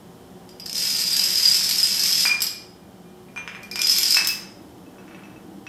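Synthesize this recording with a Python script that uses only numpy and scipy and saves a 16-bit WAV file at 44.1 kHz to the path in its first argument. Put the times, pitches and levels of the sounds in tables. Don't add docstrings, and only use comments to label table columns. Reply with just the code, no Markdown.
import sys
import numpy as np
from scipy import signal
from scipy.fft import rfft, irfft
from scipy.io import wavfile
from scipy.ndimage import uniform_filter1d

SR = 44100
rng = np.random.default_rng(int(sys.argv[2]) if len(sys.argv) > 2 else 0)


def gain_from_db(level_db):
    decades = np.asarray(level_db, float) / 20
    return 10 ** decades


def inscribe(sig):
    pcm = np.round(np.clip(np.atleast_2d(sig).T, -1, 1) * 32767)
    wavfile.write(sys.argv[1], SR, pcm.astype(np.int16))


N = 250488


def colour(x, points):
    hz, db = np.transpose(points)
    f = np.fft.rfftfreq(len(x), 1 / SR) + 1
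    gain_db = np.interp(np.log(f), np.log(hz), db)
    return irfft(rfft(x) * gain_from_db(gain_db), len(x))


def unit(x):
    return x / np.sqrt(np.mean(x ** 2))


def band(x, hz, width_hz):
    b, a = signal.iirpeak(hz, hz / width_hz, fs=SR)
    return signal.lfilter(b, a, x)


def decay(t, t60_s):
    return np.exp(-np.log(1000) * t / t60_s)


def ring(out, s, hz, db, t60_s):
    onset_s = 0.0015
    t = np.arange(int(1.2 * np.max(t60_s) * SR) + 1) / SR
    start = np.round(np.asarray(s) * SR).astype(int)
    wave = gain_from_db(db)[:, None] * np.sin(2 * np.pi * np.outer(hz, t))
    wave *= decay(t, np.asarray(t60_s)[:, None])
    wave *= 1 - np.exp(-t / onset_s)
    where = start[:, None] + np.arange(len(t))
    return out + np.bincount(where.ravel(), wave.ravel(), N + SR)[:N]


def cracks(s, db, points, length_s):
    size = 512
    burst = rng.standard_normal((len(s), size)) * np.exp(-np.arange(size) / (length_s * SR))
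    burst *= (gain_from_db(db) / np.linalg.norm(burst, axis=1))[:, None]
    where = np.round(np.asarray(s) * SR).astype(int)[:, None] + np.arange(size)
    white = np.bincount(where.ravel(), burst.ravel(), N + SR)[:N]
    return colour(white, points)


def air():
    # t/s, level/dB, rumble relative level/dB
    air_course = [(0.0, -47, -4.5), (2.3, -46.5, -3.5), (2.5, -49, -2.5), (3.5, -48, -3),
                  (3.9, -47.5, -0.5), (5.68, -47.5, 1.5)]
    # f/Hz, level/dB per Hz
    air_spectrum = [(12, -68), (20, -26), (108, -6.5), (147, -12.5), (183, -1.5), (331, -13.5),
                    (463, -11.5), (548, -14.5), (725, -12), (1170, -20), (2640, -31), (3030, -25.5),
                    (3800, -30.5), (15000, -35.5), (16300, -65)]
    # f/Hz, width/Hz, level/dB
    duct_modes = [(97, 28, -14.5), (124.8, 6.7, -5.5), (174.1, 4.1, 0), (197, 6.1, 1), (256.4, 3, -6),
                  (365.7, 6.3, 0), (471.5, 5.1, -6), (577.6, 7.9, -9), (776, 1.8, -8.5), (3130, 25, -19),
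                  (5320, 82, -18.5)]
    s, hum_db, rumble_db = np.transpose(air_course)
    t = np.arange(N) / SR
    broad = unit(colour(rng.standard_normal(N), air_spectrum))
    duct = sum(gain_from_db(db) * unit(band(rng.standard_normal(N), hz, width_hz))
               for hz, width_hz, db in duct_modes)
    rumble = unit(band(band(rng.standard_normal(N), 310, 100), 310, 100))
    swell = gain_from_db(2.2 * np.interp(t, s, rumble_db) - 3.5)
    mix = gain_from_db(-0.5) * broad + gain_from_db(-7.5) * duct + swell * rumble
    return gain_from_db(np.interp(t, s, hum_db)) * mix


def upper_modes(out, s, db):
    # f/Hz, level under the crack/dB, t60/s
    tile_modes = [(5400, -17, 0.041), (7560, -5, 0.011), (11550, -8, 0.018), (12600, -5, 0.013)]
    chance = rng.standard_normal((2, len(tile_modes), len(s)))
    for (mode_hz, mode_db, t60_s), spot, tuning in zip(tile_modes, *chance):
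        own_hz = mode_hz * (1 + 0.015 * tuning)
        own_db = db + mode_db + 3.0 * spot
        out = ring(out, s, own_hz, own_db, np.full(len(s), t60_s))
    return out


def tiles(s, crack_db, ring_db, hz):
    # f/Hz, level/dB per Hz
    crack_spectrum = [(60, -91), (500, -27), (1200, -17), (2500, -7), (3900, -3.5), (5100, 5), (6500, -4),
                      (8500, -5), (10200, -10), (12500, -10.5), (14300, -15), (16000, -37)]
    first_mode_t60_s = 0.035
    out = cracks(s, crack_db + 19.5, crack_spectrum, length_s=0.0018)
    out = ring(out, s, hz, ring_db, np.full(len(s), first_mode_t60_s))
    return upper_modes(out, s, crack_db - 4)


def rows():
    # t/s, crack peak/dB, ring relative/dB, first mode f/Hz
    end_tiles = [(0.49, -33.5, -3, 4900), (0.5975, -25.5, 0.5, 4910), (0.6577, -23, -3, 5030),
                 (0.6953, -18.5, 2, 5130), (0.7284, -14.5, -6, 5060), (0.7576, -35, 9, 5030),
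                 (2.4041, -16, 7.5, 5060), (2.4184, -6, -27, 5000), (3.6305, -29.5, -35, 4990),
                 (3.712, -21, 1.5, 4910), (3.7567, -15.5, -0.5, 5150), (3.7909, -14, 2, 5110),
                 (4.246, -10.5, -4, 5180), (4.2713, -10, 1, 5260)]
    bounces = [(0.6034, -28.5, -9, 4900), (0.6609, -18.5, -23, 4920), (2.434, -39, 8, 5260),
               (2.4664, -15, 2.5, 5000), (2.4804, -31, 5, 5320), (3.476, -40.5, 7.5, 5160),
               (3.5484, -50, 8, 5170), (4.2854, -19.5, 9.5, 4990)]
    # t/s, crack peak/dB, ring level/dB
    first_blows = [(0.7788, -17.5, -19), (0.8073, -21, -24), (0.8253, -16, -32), (0.903, -15, -25),
                   (1.0143, -15.5, -27), (1.1297, -14, -18), (1.1655, -10, -16), (1.1932, -10, -15),
                   (1.2383, -12.5, -13.5), (1.331, -15.5, -18), (1.3545, -14.5, -14), (1.4288, -14.5, -8.5),
                   (1.4546, -14, -12), (1.543, -12.5, -10.5), (1.6168, -24, -19), (1.6907, -12, -25),
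                   (1.7101, -10.5, -22), (1.782, -14.5, -15.5), (1.8001, -16.5, -18), (1.8289, -11.5, -11),
                   (1.8707, -14.5, -32), (1.9437, -16.5, -22), (1.9711, -18, -24), (1.9938, -13.5, -17),
                   (2.034, -12.5, -10), (2.0598, -13, -19), (2.1525, -21, -12), (2.2049, -12, -15),
                   (2.2555, -26, -15)]
    second_blows = [(3.8159, -10, -19), (3.8442, -23, -13), (3.8693, -11, -11), (3.8948, -12.5, -8),
                    (3.963, -13, -14), (3.9838, -10, -17), (4.0111, -13.5, -17), (4.0307, -9, -12.5),
                    (4.1057, -11, -10), (4.1224, -13, -13), (4.1442, -8, -16.5), (4.1693, -9.5, -20)]
    # t/s, ring level/dB, first mode f/Hz
    falling_waves = [
        [(0.745, -15, 5070), (0.79, -19.5, 5025), (1.09, -19, 4920), (1.3, -19, 5090), (1.46, -15, 4947),
         (1.6, -17.5, 5204), (1.9, -19.5, 5090), (2.26, -14.5, 5063), (2.3, -31, 4970)],
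        [(3.8, -33, 5200), (3.83, -30, 5010), (3.92, -14, 5100), (4.01, -22, 5110), (4.076, -14.5, 4790),
         (4.144, -19.5, 5190), (4.2, -20, 5160)],
    ]
    tile_gap_s, chatter_per_s = 0.024, 420
    blow_crack_db, blow_ring_db, wave_crack_db = 1, 3.5, -6.5
    ring_scatter_db, tuning_spread = 6, 0.065

    s, crack_db, ring_db, hz = np.transpose(sorted(end_tiles + bounces))
    out = tiles(s, crack_db - 3.5, crack_db + ring_db - 2.5, hz)
    for wave, blows in zip(falling_waves, (first_blows, second_blows)):
        wave_s, wave_db, wave_hz = np.transpose(wave)
        clear_s, clear_crack_db, clear_ring_db = np.transpose(blows)
        gaps = np.maximum(np.round(np.diff(clear_s) / tile_gap_s), 1).astype(int)
        paced_s = np.concatenate([np.linspace(a, b, n + 1)[1:-1]
                                  for a, b, n in zip(clear_s, clear_s[1:], gaps)])
        wait, size, tuning, strength = rng.random((4, N // 100))
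        loose_s = wave_s[0] + np.cumsum(-np.log(wait)) / chatter_per_s
        loose_s = loose_s[loose_s < wave_s[-1]]
        soft_s = np.concatenate([paced_s, loose_s])
        when_s = np.concatenate([clear_s, soft_s])

        loose_db = -11 + 7 * size[:len(loose_s)] ** 3
        size_db = np.append(np.full(len(paced_s), -3.0), loose_db)
        soft_db = np.interp(soft_s, wave_s, wave_db) + size_db
        ring_db = np.append(clear_ring_db + blow_ring_db, soft_db)
        crack_db = np.append(clear_crack_db + blow_crack_db, soft_db + wave_crack_db + 9.5)
        detune = tuning_spread * (tuning[:len(when_s)] - 0.5)
        own_hz = np.interp(when_s, wave_s, wave_hz) * (1 + detune)
        ring_db = ring_db + 2 * ring_scatter_db * (strength[:len(when_s)] - 0.5)
        out = out + tiles(when_s, crack_db, ring_db, own_hz)
    return out


def thuds(knocks):
    # f/Hz, level/dB per Hz
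    thud_spectrum = [(60, -79.5), (400, -10), (900, 1.5), (1400, 5), (2200, 9), (4000, -6.5), (7000, -16),
                     (16000, -41)]
    s, db, thud_db, _ = np.transpose(knocks)
    return cracks(s, db + thud_db + 21.5, thud_spectrum, length_s=0.00033)


def flutter():
    rate_per_s, depth = 55, 0.2
    hold = SR // rate_per_s
    steps = np.repeat(rng.standard_normal(N // hold + 1), hold)
    return 1 + depth * uniform_filter1d(steps, size=hold)[:N]


def glass(knocks, modes, upper_db):
    swell_s, upper_per_thud = 0.004, 0.33
    t, out = np.arange(N) / SR, np.zeros(N)
    for k, (hz, mode_db, share) in enumerate(modes):
        envelope = np.zeros(N)
        for s, db, thud_db, t60_s in knocks:
            start = int(s * SR)
            since = t[:min(SR, N - start)]
            peak_db = db + mode_db
            if k > 0:
                peak_db += upper_db + upper_per_thud * thud_db
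            swell = 1 - np.exp(-since / swell_s)
            envelope[start:start + SR] += gain_from_db(peak_db) * swell * decay(since, share * t60_s)
        out += envelope * flutter() * np.sin(2 * np.pi * hz * t)
    return out


def slaps():
    # t/s, peak/dB, upper modes relative/dB
    landings = [
        (2.4186, -9.5, -4),
        (2.4228, -7, -8),
        (3.983, -12, 0.5),
        (4.2714, 0, -20),
    ]
    # f/Hz, level/dB per Hz
    slap_spectrum = [(500, -48), (1500, -13), (2600, -2.5), (4500, -2.5), (7000, 1), (12000, -4.5),
                     (14500, -4), (16500, -25)]
    s, db, upper_db = np.transpose(landings)
    crack = cracks(s, db + 11, slap_spectrum, length_s=0.00012)
    return upper_modes(crack, s, db + upper_db + 8)


def rolling():
    # t/s, level/dB
    roll_course = [
        (4.84, -90),
        (4.95, -66),
        (5.1, -59),
        (5.3, -60),
        (5.4, -66),
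        (5.55, -90),
    ]
    # f/Hz, level/dB per Hz
    grit_spectrum = [(60, -80), (400, -12), (900, 4), (1400, 7.5), (2200, -5.5), (4000, -19), (16000, -50)]
    # t/s, peak/dB, f/Hz, t60/s
    far_bump = (5.515, -34, 307.5, 0.1)
    ticks_per_s = 150
    s, db = np.transpose(roll_course)
    ticks = rng.standard_normal(N) * (rng.random(N) < ticks_per_s / SR)
    grind = unit(colour(ticks, grit_spectrum)) * gain_from_db(np.interp(np.arange(N) / SR, s, db))
    bump_s, bump_db, bump_hz, bump_t60_s = far_bump
    return ring(grind, [bump_s], [bump_hz], [bump_db], [bump_t60_s])


def room(x):
    # delay t/s, level/dB
    hard_echoes = [(.0042, -10.5), (.0071, -31.5), (.016, -11), (.021, -15.5)]
    # f/Hz, t60/s
    tail_decay = [(500, 0.49), (1000, 0.82), (2000, 0.66), (4000, 0.49), (6000, 0.49), (9000, 0.41),
                  (13000, 0.32)]
    tail_db, tail_rise_s = 0.5, 0.002
    t = np.arange(SR) / SR
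    spectrum = rfft(rng.standard_normal(SR))
    log_f = np.log(np.arange(SR // 2 + 1) + 1.0)
    hz, t60_s = np.transpose(tail_decay)
    tail = np.zeros(SR)
    for share, band_t60_s in zip(np.eye(len(hz)), t60_s):
        tail += irfft(spectrum * np.interp(log_f, np.log(hz), share), SR) * decay(t, band_t60_s)
    tail *= 1 - np.exp(-t / tail_rise_s)
    response = gain_from_db(tail_db) * tail / np.sqrt(np.sum(tail ** 2))
    response[0] = 1
    for s, db in hard_echoes:
        response[int(s * SR)] += gain_from_db(db)
    return signal.fftconvolve(x, response)[:N]


def scene():
    # t/s, ring peak/dB, thud relative/dB, ring t60/s
    first_knocks = [(2.253, -16.5, 0, 0.18), (2.292, -14.5, -14, .19), (2.312, -14, -23, 0.14),
                    (2.338, -14.5, -21, 0.091), (2.385, -22, -26, 0.069), (2.54, -45.5, -27, 0.37),
                    (2.8, -64, -20, 0.7), (3.05, -60, -15, .8), (3.285, -50.5, -1, 0.13),
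                    (3.3605, -26, -1, 0.27), (3.375, -28.5, 0.5, .17), (3.476, -30.5, 6, 0.11),
                    (3.5485, -30.5, 1, 0.12), (3.630, -31.5, -21, .13), (3.7125, -28, -10.5, 0.15),
                    (3.757, -28.5, 3, 0.37), (3.79, -24, -4, 0.23)]
    second_knocks = [(4.168, -10, -8, 0.21), (4.2, -24, 0, 0.7), (4.286, -27.5, -20, 0.81),
                     (4.86, -52.5, -5, 0.34), (4.983, -46.5, 8.5, 0.22), (5.079, -54.5, 11, .2),
                     (5.111, -52, 7, 0.17), (5.146, -42, 2, 0.16), (5.193, -58.5, 12, .2),
                     (5.235, -43, -1, .2), (5.254, -55, 6, .2), (5.297, -51, -1, .2), (5.33, -55, -4, .2),
                     (5.36, -42.5, -12, 0.18), (5.6663, -27.5, -8, 0.23)]
    # f/Hz, level/dB, share of the ring time
    first_bulb = [(2406, 0, 1.), (6200, 0, .9), (8236, -6, .7), (11300, -14, .4)]
    second_bulb = [(2610, 3.5, 0.31), (5800, -4.5, 0.38), (9000, -25, .4)]
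    onset_s, glass_wet_db, glass_dry_db = 0.001, -16, -2.0
    floor = rows() + thuds(first_knocks + second_knocks) + slaps() + rolling()
    bulbs = glass(first_knocks, first_bulb, upper_db=-17)
    bulbs = bulbs + glass(second_knocks, second_bulb, upper_db=-4)
    heard = room(floor + gain_from_db(glass_wet_db) * bulbs) + gain_from_db(glass_dry_db) * bulbs
    heard = np.append(np.zeros(int(onset_s * SR)), heard)[:N]
    return (heard + air())[None, :]


def band_limit(x):
    return signal.sosfilt(signal.butter(12, 16470, fs=SR, output="sos"), x)


def record(dry):
    ceiling, top_hz, bins = 0.92, 16470, 12
    mask_db, mask_scatter_db, mask_band_db = -36.5, 3, 6.5
    x = dry[0] / (1 + (dry[0] / ceiling) ** 4) ** 0.25
    f, _, z = signal.stft(x, SR, "cosine", nperseg=2048)
    power = uniform_filter1d(np.abs(z) ** 2, size=bins, axis=0)
    loudest = power[f > 4000].max(axis=0)
    frame_db = mask_db + mask_scatter_db * rng.standard_normal(len(loudest))
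    bands = rng.standard_normal((len(f) // bins + 1, len(loudest)))
    bands = uniform_filter1d(bands, size=4, axis=1)
    threshold_db = frame_db + 2 * mask_band_db * np.repeat(bands, bins, axis=0)[:len(f)]
    clear = power > loudest * gain_from_db(2 * threshold_db)
    keep = (clear | (f < 6000)[:, None]) & (f < top_hz)[:, None]
    x = signal.istft(z * keep, SR, "cosine", nperseg=2048)[1]
    return band_limit(x[None, :N])


dry = scene()
out = record(dry)
inscribe(out)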